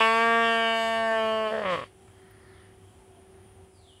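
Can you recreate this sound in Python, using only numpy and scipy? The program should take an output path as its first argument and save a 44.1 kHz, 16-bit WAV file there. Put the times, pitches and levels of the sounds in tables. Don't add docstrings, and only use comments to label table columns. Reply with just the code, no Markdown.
import sys
import numpy as np
from scipy import signal
from scipy.fft import rfft, irfft, next_fast_len
from scipy.io import wavfile
from scipy.ndimage import uniform_filter1d, map_coordinates

SR = 44100
rng = np.random.default_rng(int(sys.argv[2]) if len(sys.argv) > 2 else 0)


def int16_out(signal):
    q = np.round(np.clip(np.atleast_2d(signal).T, -1, 1) * 32767)
    wavfile.write(sys.argv[1], SR, q.astype(np.int16))


N = 176400
LEAD = 8192

# (t/s, f/Hz)
PITCH = [(0, 222.5), (.12, 225.6), (.24, 230), (.38, 229.8), (.6, 227.7), (.79, 226), (.94, 225.7),
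         (1.14, 223.2), (1.21, 221.3), (1.42, 219), (1.5, 214.5), (1.525, 222), (1.615, 213), (1.655, 193),
         (1.7, 181), (1.745, 170), (1.8, 130), (1.85, 116)]
# (t/s, roughness 0-1)
ROUGHNESS = [(0, .013), (.15, .01), (1.15, .012), (1.49, .028), (1.53, .27), (1.63, .34), (1.68, .15),
             (1.73, .18), (1.78, .4), (1.85, .42)]
# (t/s, relative level/dB)
NOTE_LEVEL = [(0.0, -20.5), (0.128, -22.5), (0.368, -21.5), (0.61, -25), (0.916, -26), (1.136, -24.5),
              (1.472, -27.5), (1.49, -31)]
BRIGHT_LEVEL = [(0.0, -21.5), (0.036, -32), (0.228, -32), (0.25, -35), (0.346, -31.5), (0.37, -36),
                (0.438, -31), (0.872, -35.5), (0.96, -36), (0.986, -41.5), (1.106, -46), (1.21, -38.5),
                (1.286, -38), (1.5, -41)]
RASP_LEVEL = [(1.5, -30), (1.548, -27), (1.642, -31.5), (1.656, -27.5), (1.736, -25.5), (1.792, -35.5),
              (1.808, -33), (1.87, -46)]
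TREBLE_LEVEL = [(0.0, -41.5), (0.336, -47.5), (0.544, -45), (0.584, -47), (0.828, -43), (0.884, -46.5),
                (1.02, -49.5), (1.252, -51.5), (1.656, -58), (1.708, -48.5), (1.838, -63.5), (1.86, -53)]
# (f/Hz, gain/dB)
TRACT_OPEN = [(120, -40), (228, -10), (458, -4), (688, -3), (918, -7), (1147, 0), (1376, -9), (1605, -5),
              (1835, -5), (2064, -16), (2294, -9), (2523, -16), (2752, -8), (2980, -15), (3210, -16),
              (3440, -21), (3900, -32), (4600, -70)]
TRACT_ROUNDED = [(120, -42), (226, -13), (452, -12), (678, 0), (904, -10), (1130, -7), (1356, -22),
                 (1582, -10), (1808, -9), (2034, -20), (2260, -15), (2486, -25), (2712, -16), (2938, -10),
                 (3164, -23), (3390, -27), (3620, -23), (4500, -70)]
TRACT_SHUT = [(120, -63), (220, -9.5), (441, -4.5), (662, 2), (882, -9), (1103, -3.5), (1323, -10.5),
              (1544, -15), (1764, -11), (1985, -20.5), (2205, -20), (2426, -17), (2646, -23.5), (3087, -16),
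              (3400, -30.5), (4400, -71.5)]
TRACT_CRACK = [(100, -29), (215, -10), (300, -29), (440, -5.5), (560, 4), (660, 0), (800, -11.5),
               (1100, -13), (1450, -17), (1800, -10.5), (2150, -28), (3100, -23.5), (3600, -32),
               (4500, -74.5)]
TRACT_PUSH = [(90, -6.5), (175, -9.5), (270, -8.5), (370, -13), (540, 4), (720, -10), (900, -12),
              (1080, -0.5), (1270, -6.5), (1500, -17), (1800, -8.5), (2200, -13), (2600, -16.5),
              (3200, -16), (3700, -29), (4600, -87)]
# (f/Hz, gain/dB)
TREBLE_COLOUR = [(3000, -43.5), (3700, 5.5), (4150, -0.5), (4550, 8), (5000, -1.5), (5400, -2.5),
                 (5800, -9), (6500, -6.5), (7100, -8), (8200, -6), (10000, -14), (11600, -17), (12600, -29),
                 (14000, -34), (15800, -31)]
BREATH_COLOUR = [(150, -32), (380, -45.5), (540, 8), (680, -12.5), (900, -7.5), (2500, -9), (5000, -38.5)]
# (f/Hz, gain/dB)
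SHED_COLOUR = [(200, -20), (700, -18), (1500, -13), (2500, -8), (4000, -1), (8000, 3)]
# (f/Hz, T60/s)
SHED_T60 = [(150, .16), (600, .17), (2500, .2), (10000, .16)]
YARD_T60 = [(500, 0.56), (4000, 0.68), (10000, 0.1)]
# (centre t/s, duration/s, level/dB)
RUSTLES = [(2.3, 0.38, -63.5), (2.575, 0.28, -61), (3.384, 0.2, -71)]
# (f/Hz, gain/dB)
RUSTLE_COLOUR = [(700, -22), (1350, -5.5), (1550, -8), (1850, 0), (2150, -7.5), (2600, -25), (5000, -19),
                 (7000, -60)]
# (t/s, f/Hz, resonator bandwidth/Hz, T60/s, level/dB)
IMPACTS = [(1.115, 450, 600, .15, -42), (2.078, 1000, 1500, .09, -57), (2.31, 13500, 1800, .04, -62)]
# (onset t/s, relative level/dB)
WHISTLES = [(2.38, -68.5), (3.7, -61.5)]
# (t/s from onset, f/Hz, relative level/dB)
WHISTLE_GLIDE = [(0, 5290, -23), (.015, 5210, -19), (.085, 4460, -10), (.11, 4065, -12), (.16, 3530, -3.5),
                 (.21, 2980, -1.5), (.28, 2960, -21), (.33, 2850, -30)]
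# (centre t/s, duration/s, f/Hz, relative level/dB)
COOS = [(2, .08, 790, -68), (3, .1, 860, -72), (3.12, .2, 695, -69), (3.35, .1, 790, -72),
        (3.58, .12, 790, -70), (3.83, .1, 700, -72)]
# (f/Hz, gain/dB)
CHORUS_COLOUR = [(8300, -28.5), (8800, 0), (9100, -5), (9700, -2.5), (10250, -1), (10900, -26.5),
                 (12000, -50.5)]
BUZZ_COLOUR = [(7000, -22), (7700, -10), (8150, -14), (8700, -35)]
CHIRR_COLOUR = [(2800, -30), (3100, 0), (3300, -2), (3600, -30)]
# (f/Hz, level/dB)
SINGERS = [(9100, -79.5), (9530, -84.5)]
# (centre t/s, duration/s, level/dB)
BUZZES = [(2.08, .36, -71.5), (2.95, .36, -73), (3.88, .5, -72)]
# (centre t/s, duration/s)
CHIRRS = [(2.203, 0.42), (2.892, .22), (3.156, 0.081), (3.464, 0.14)]
# (f/Hz, initial level/dB, drift/Hz)
MOTOR_PARTIALS = [(101.5, -63, 5), (380.8, -60.5, .7), (347, -74.5, 5), (734, -72, 1.8)]
# (f/Hz, gain/dB)
OUTDOOR_COLOUR = [(15, -47.5), (25, -15.5), (96, 1), (126, -14.5), (165, -6.5), (307, -14.5), (381, -7),
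                  (413, -14.5), (555, -17.5), (789, -18), (1010, -21), (1350, -24.5), (2650, -28),
                  (3200, -28), (4090, -36.5), (6120, -37.5), (9170, -37.5), (11400, -40.5), (15700, -49)]
# (t/s, level/dB)
OUTDOOR_LEVEL = [(0, -57.5), (3.64, -55.5), (3.7, -58.5), (4, -59.5)]

ROUND_S, SHUT_S = (.42, .8), (1.1, 1.24)
BREAK_S, PUSH_S, STOP_S = (1.49, 1.52), (1.61, 1.655), (1.83, 1.87)


def calf(delay_s_per_hz=1.7e-6):
    source, air = vocal_folds()
    voice = crossfade(clean_note(source), rasp(source), BREAK_S)
    treble = steady(tract(source + .2 * air, TREBLE_COLOUR)) * amp(curve(TREBLE_LEVEL) - 4)
    bawl = (voice + treble) * (1 - fade(STOP_S))
    return filtered(bawl, lambda hz: np.exp(-1j * np.pi * delay_s_per_hz * hz * hz))


def vocal_folds(harmonics=90, waver=.0009, jitter=.08, shimmer=1.1):
    rough = curve(ROUGHNESS)
    cycles = np.cumsum(curve(PITCH) * (1 + waver * wobble(46.35))) / SR
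    cycles += jitter * rough * wobble(260)
    offset = cycles - np.round(cycles)
    terms = 2 * harmonics + 1
    pulses = steady(terms * np.sinc(terms * offset) / np.sinc(offset) - 1)
    tripling = 1.7 * (1 - fade(PUSH_S)) * np.sin(2 * np.pi / 3 * cycles)
    sizes = 1 + rough * (tripling + shimmer * wobble(200))
    air = unit(rng.standard_normal(N) * (1 + .27 * np.cos(2 * np.pi * cycles)))
    return pulses * sizes + .5 * rough * air, air


def clean_note(source, crossover_hz=2400, breath_db=-27.5):
    note = crossfade(tract(source, TRACT_OPEN), tract(source, TRACT_ROUNDED), ROUND_S)
    note = crossfade(note, tract(source, TRACT_SHUT), SHUT_S)
    gape = 2.85 * resonance(note, hz=967, width_hz=87)
    blare = .97 * resonance(note, hz=2400, width_hz=480)
    note = note + (gape + blare) * swell(0, .34)
    body = filtered(note, lambda hz: 1 / (1 + (hz / crossover_hz) ** 20))
    bright = steady(note - body) * amp(curve(BRIGHT_LEVEL) - 2)
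    breath = amp(breath_db) * noise(BREATH_COLOUR)
    return (steady(body) + breath) * amp(curve(NOTE_LEVEL)) + bright


def rasp(source):
    voice = crossfade(tract(source, TRACT_CRACK), tract(source, TRACT_PUSH), PUSH_S)
    ring = 1.3 * swell(1.78, .12) * resonance(voice, hz=1120, width_hz=59)
    return steady(voice + ring) * amp(curve(RASP_LEVEL))


def tract(x, colour, size=4096):
    cepstrum = irfft(np.log(amp(along(colour, np.fft.rfftfreq(size, 1 / SR)))))
    cepstrum[1:size // 2] *= 2
    cepstrum[size // 2 + 1:] = 0
    return convolved(x, irfft(np.exp(rfft(cepstrum))))


def shed(x, sway_s=.22):
    shares = (np.sqrt(np.clip(1 - np.abs(clock() / sway_s - k), 0, 1)) for k in range(10))
    walls = sum(echo(x * share, SHED_T60) for share in shares)
    return filtered(walls, lambda hz: amp(along(SHED_COLOUR, hz)))


def straw():
    t = clock()
    bedding = noise(RUSTLE_COLOUR) * swells(RUSTLES)
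    for onset, hz, width, t60, db in IMPACTS:
        ring = unit(resonance(resonance(rng.standard_normal(N), hz, width), hz, width))
        bedding += ring * (t >= onset) * amp(db - 60 * np.abs(t - onset) / t60)
    return bedding


def birds(quaver=.025, coo_fall_hz_per_s=290):
    t = clock()
    times, pitch, level = np.transpose(WHISTLE_GLIDE)
    tone = lambda hz: unit(sine(hz * (1 + quaver * wobble(350))))
    song = np.zeros(N)
    for onset, db in WHISTLES:
        envelope = amp(db + np.interp(t - onset, times, level, -120, -120))
        song += tone(np.interp(t - onset, times, pitch)) * envelope
    for centre, length, hz, db in COOS:
        fall = coo_fall_hz_per_s * np.clip(t - centre, -length, length)
        song += tone(hz - fall) * amp(db) * swell(centre, length)
    return song / 2 + echo(song, YARD_T60)


def insects(chorus_db=-70, chirr_db=-72.5):
    chorus = amp(chorus_db + wobble(20)) * noise(CHORUS_COLOUR)
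    for hz, db in SINGERS:
        singer = sine(hz + 60 * wobble(11) + 50 * wobble(300))
        chorus += amp(db) * unit(singer * amp(3.9 * wobble(11)))
    buzz = swells(BUZZES) * noise(BUZZ_COLOUR)
    chirr = amp(chirr_db) * sum(swell(*row) for row in CHIRRS) * noise(CHIRR_COLOUR)
    return chorus + buzz + chirr


def motor(flutter_db=1.1):
    return sum(amp(db) * unit(sine(hz + drift * wobble(25)) * amp(flutter_db * wobble(16)))
               for hz, db, drift in MOTOR_PARTIALS)


def outdoors():
    level = amp(curve(OUTDOOR_LEVEL))
    return level * noise(OUTDOOR_COLOUR) + motor() * level / level[0]


def amp(db):
    return 10 ** (np.asarray(db) / 20)


def unit(x):
    return x / np.sqrt(np.mean(x ** 2) + 1e-20)


def steady(x, size=1400):
    power = uniform_filter1d(uniform_filter1d(x * x, size), size)
    return x / np.sqrt(np.abs(power) + 1e-12)


def clock():
    return np.arange(N) / SR


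def curve(rows):
    return np.interp(clock(), *np.transpose(rows))


def along(rows, hz):
    f, values = np.transpose(rows)
    return np.interp(np.log(hz + 1), np.log(f + 1), values)


def fade(span_s):
    return np.interp(clock(), span_s, [0, 1])


def crossfade(a, b, span_s):
    return a + (b - a) * fade(span_s)


def swell(centre_s, length_s):
    return np.exp(-(2 * (clock() - centre_s) / length_s) ** 2)


def swells(rows):
    return sum(amp(db) * swell(centre, length) for centre, length, db in rows)


def wobble(rate):
    return map_coordinates(rng.standard_normal(int(N * rate / SR) + 4), [clock() * rate])


def sine(hz):
    return np.sin(2 * np.pi * np.cumsum(hz) / SR)


def noise(colour):
    return unit(filtered(rng.standard_normal(N), lambda hz: amp(along(colour, hz))))


def lead_in(x):
    return np.pad(x, (LEAD, 0), mode="reflect")


def filtered(x, response):
    size = next_fast_len(N + SR // 2)
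    spectrum = rfft(lead_in(x), size) * response(np.fft.rfftfreq(size, 1 / SR))
    return irfft(spectrum, size)[LEAD:LEAD + N]


def convolved(x, impulse):
    return signal.fftconvolve(lead_in(x), impulse)[LEAD:LEAD + N]


def resonance(x, hz, width_hz):
    return filtered(x, lambda f: 1j * f * width_hz / (hz * hz - f * f + 1j * f * width_hz))


def echo(x, t60s):
    hz, t, spectra = signal.stft(rng.standard_normal(SR // 2), SR, nperseg=256)
    decay = amp(-60 * t / along(t60s, hz)[:, None])
    tail = signal.istft(spectra * decay, SR, nperseg=256)[1]
    return convolved(x, tail / np.linalg.norm(tail))


def scene():
    bawl = calf()
    return (bawl + shed(bawl) + straw() + birds() + insects() + outdoors())[None]


def record(dry):
    low_hz, top_hz = 33, 15800
    passband = lambda hz: (hz < top_hz) * (1 - 1 / (1 + (hz / low_hz) ** 6))
    return filtered(dry[0] * fade((0, .002)), passband)[None]


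dry = scene()
out = record(dry)
int16_out(out)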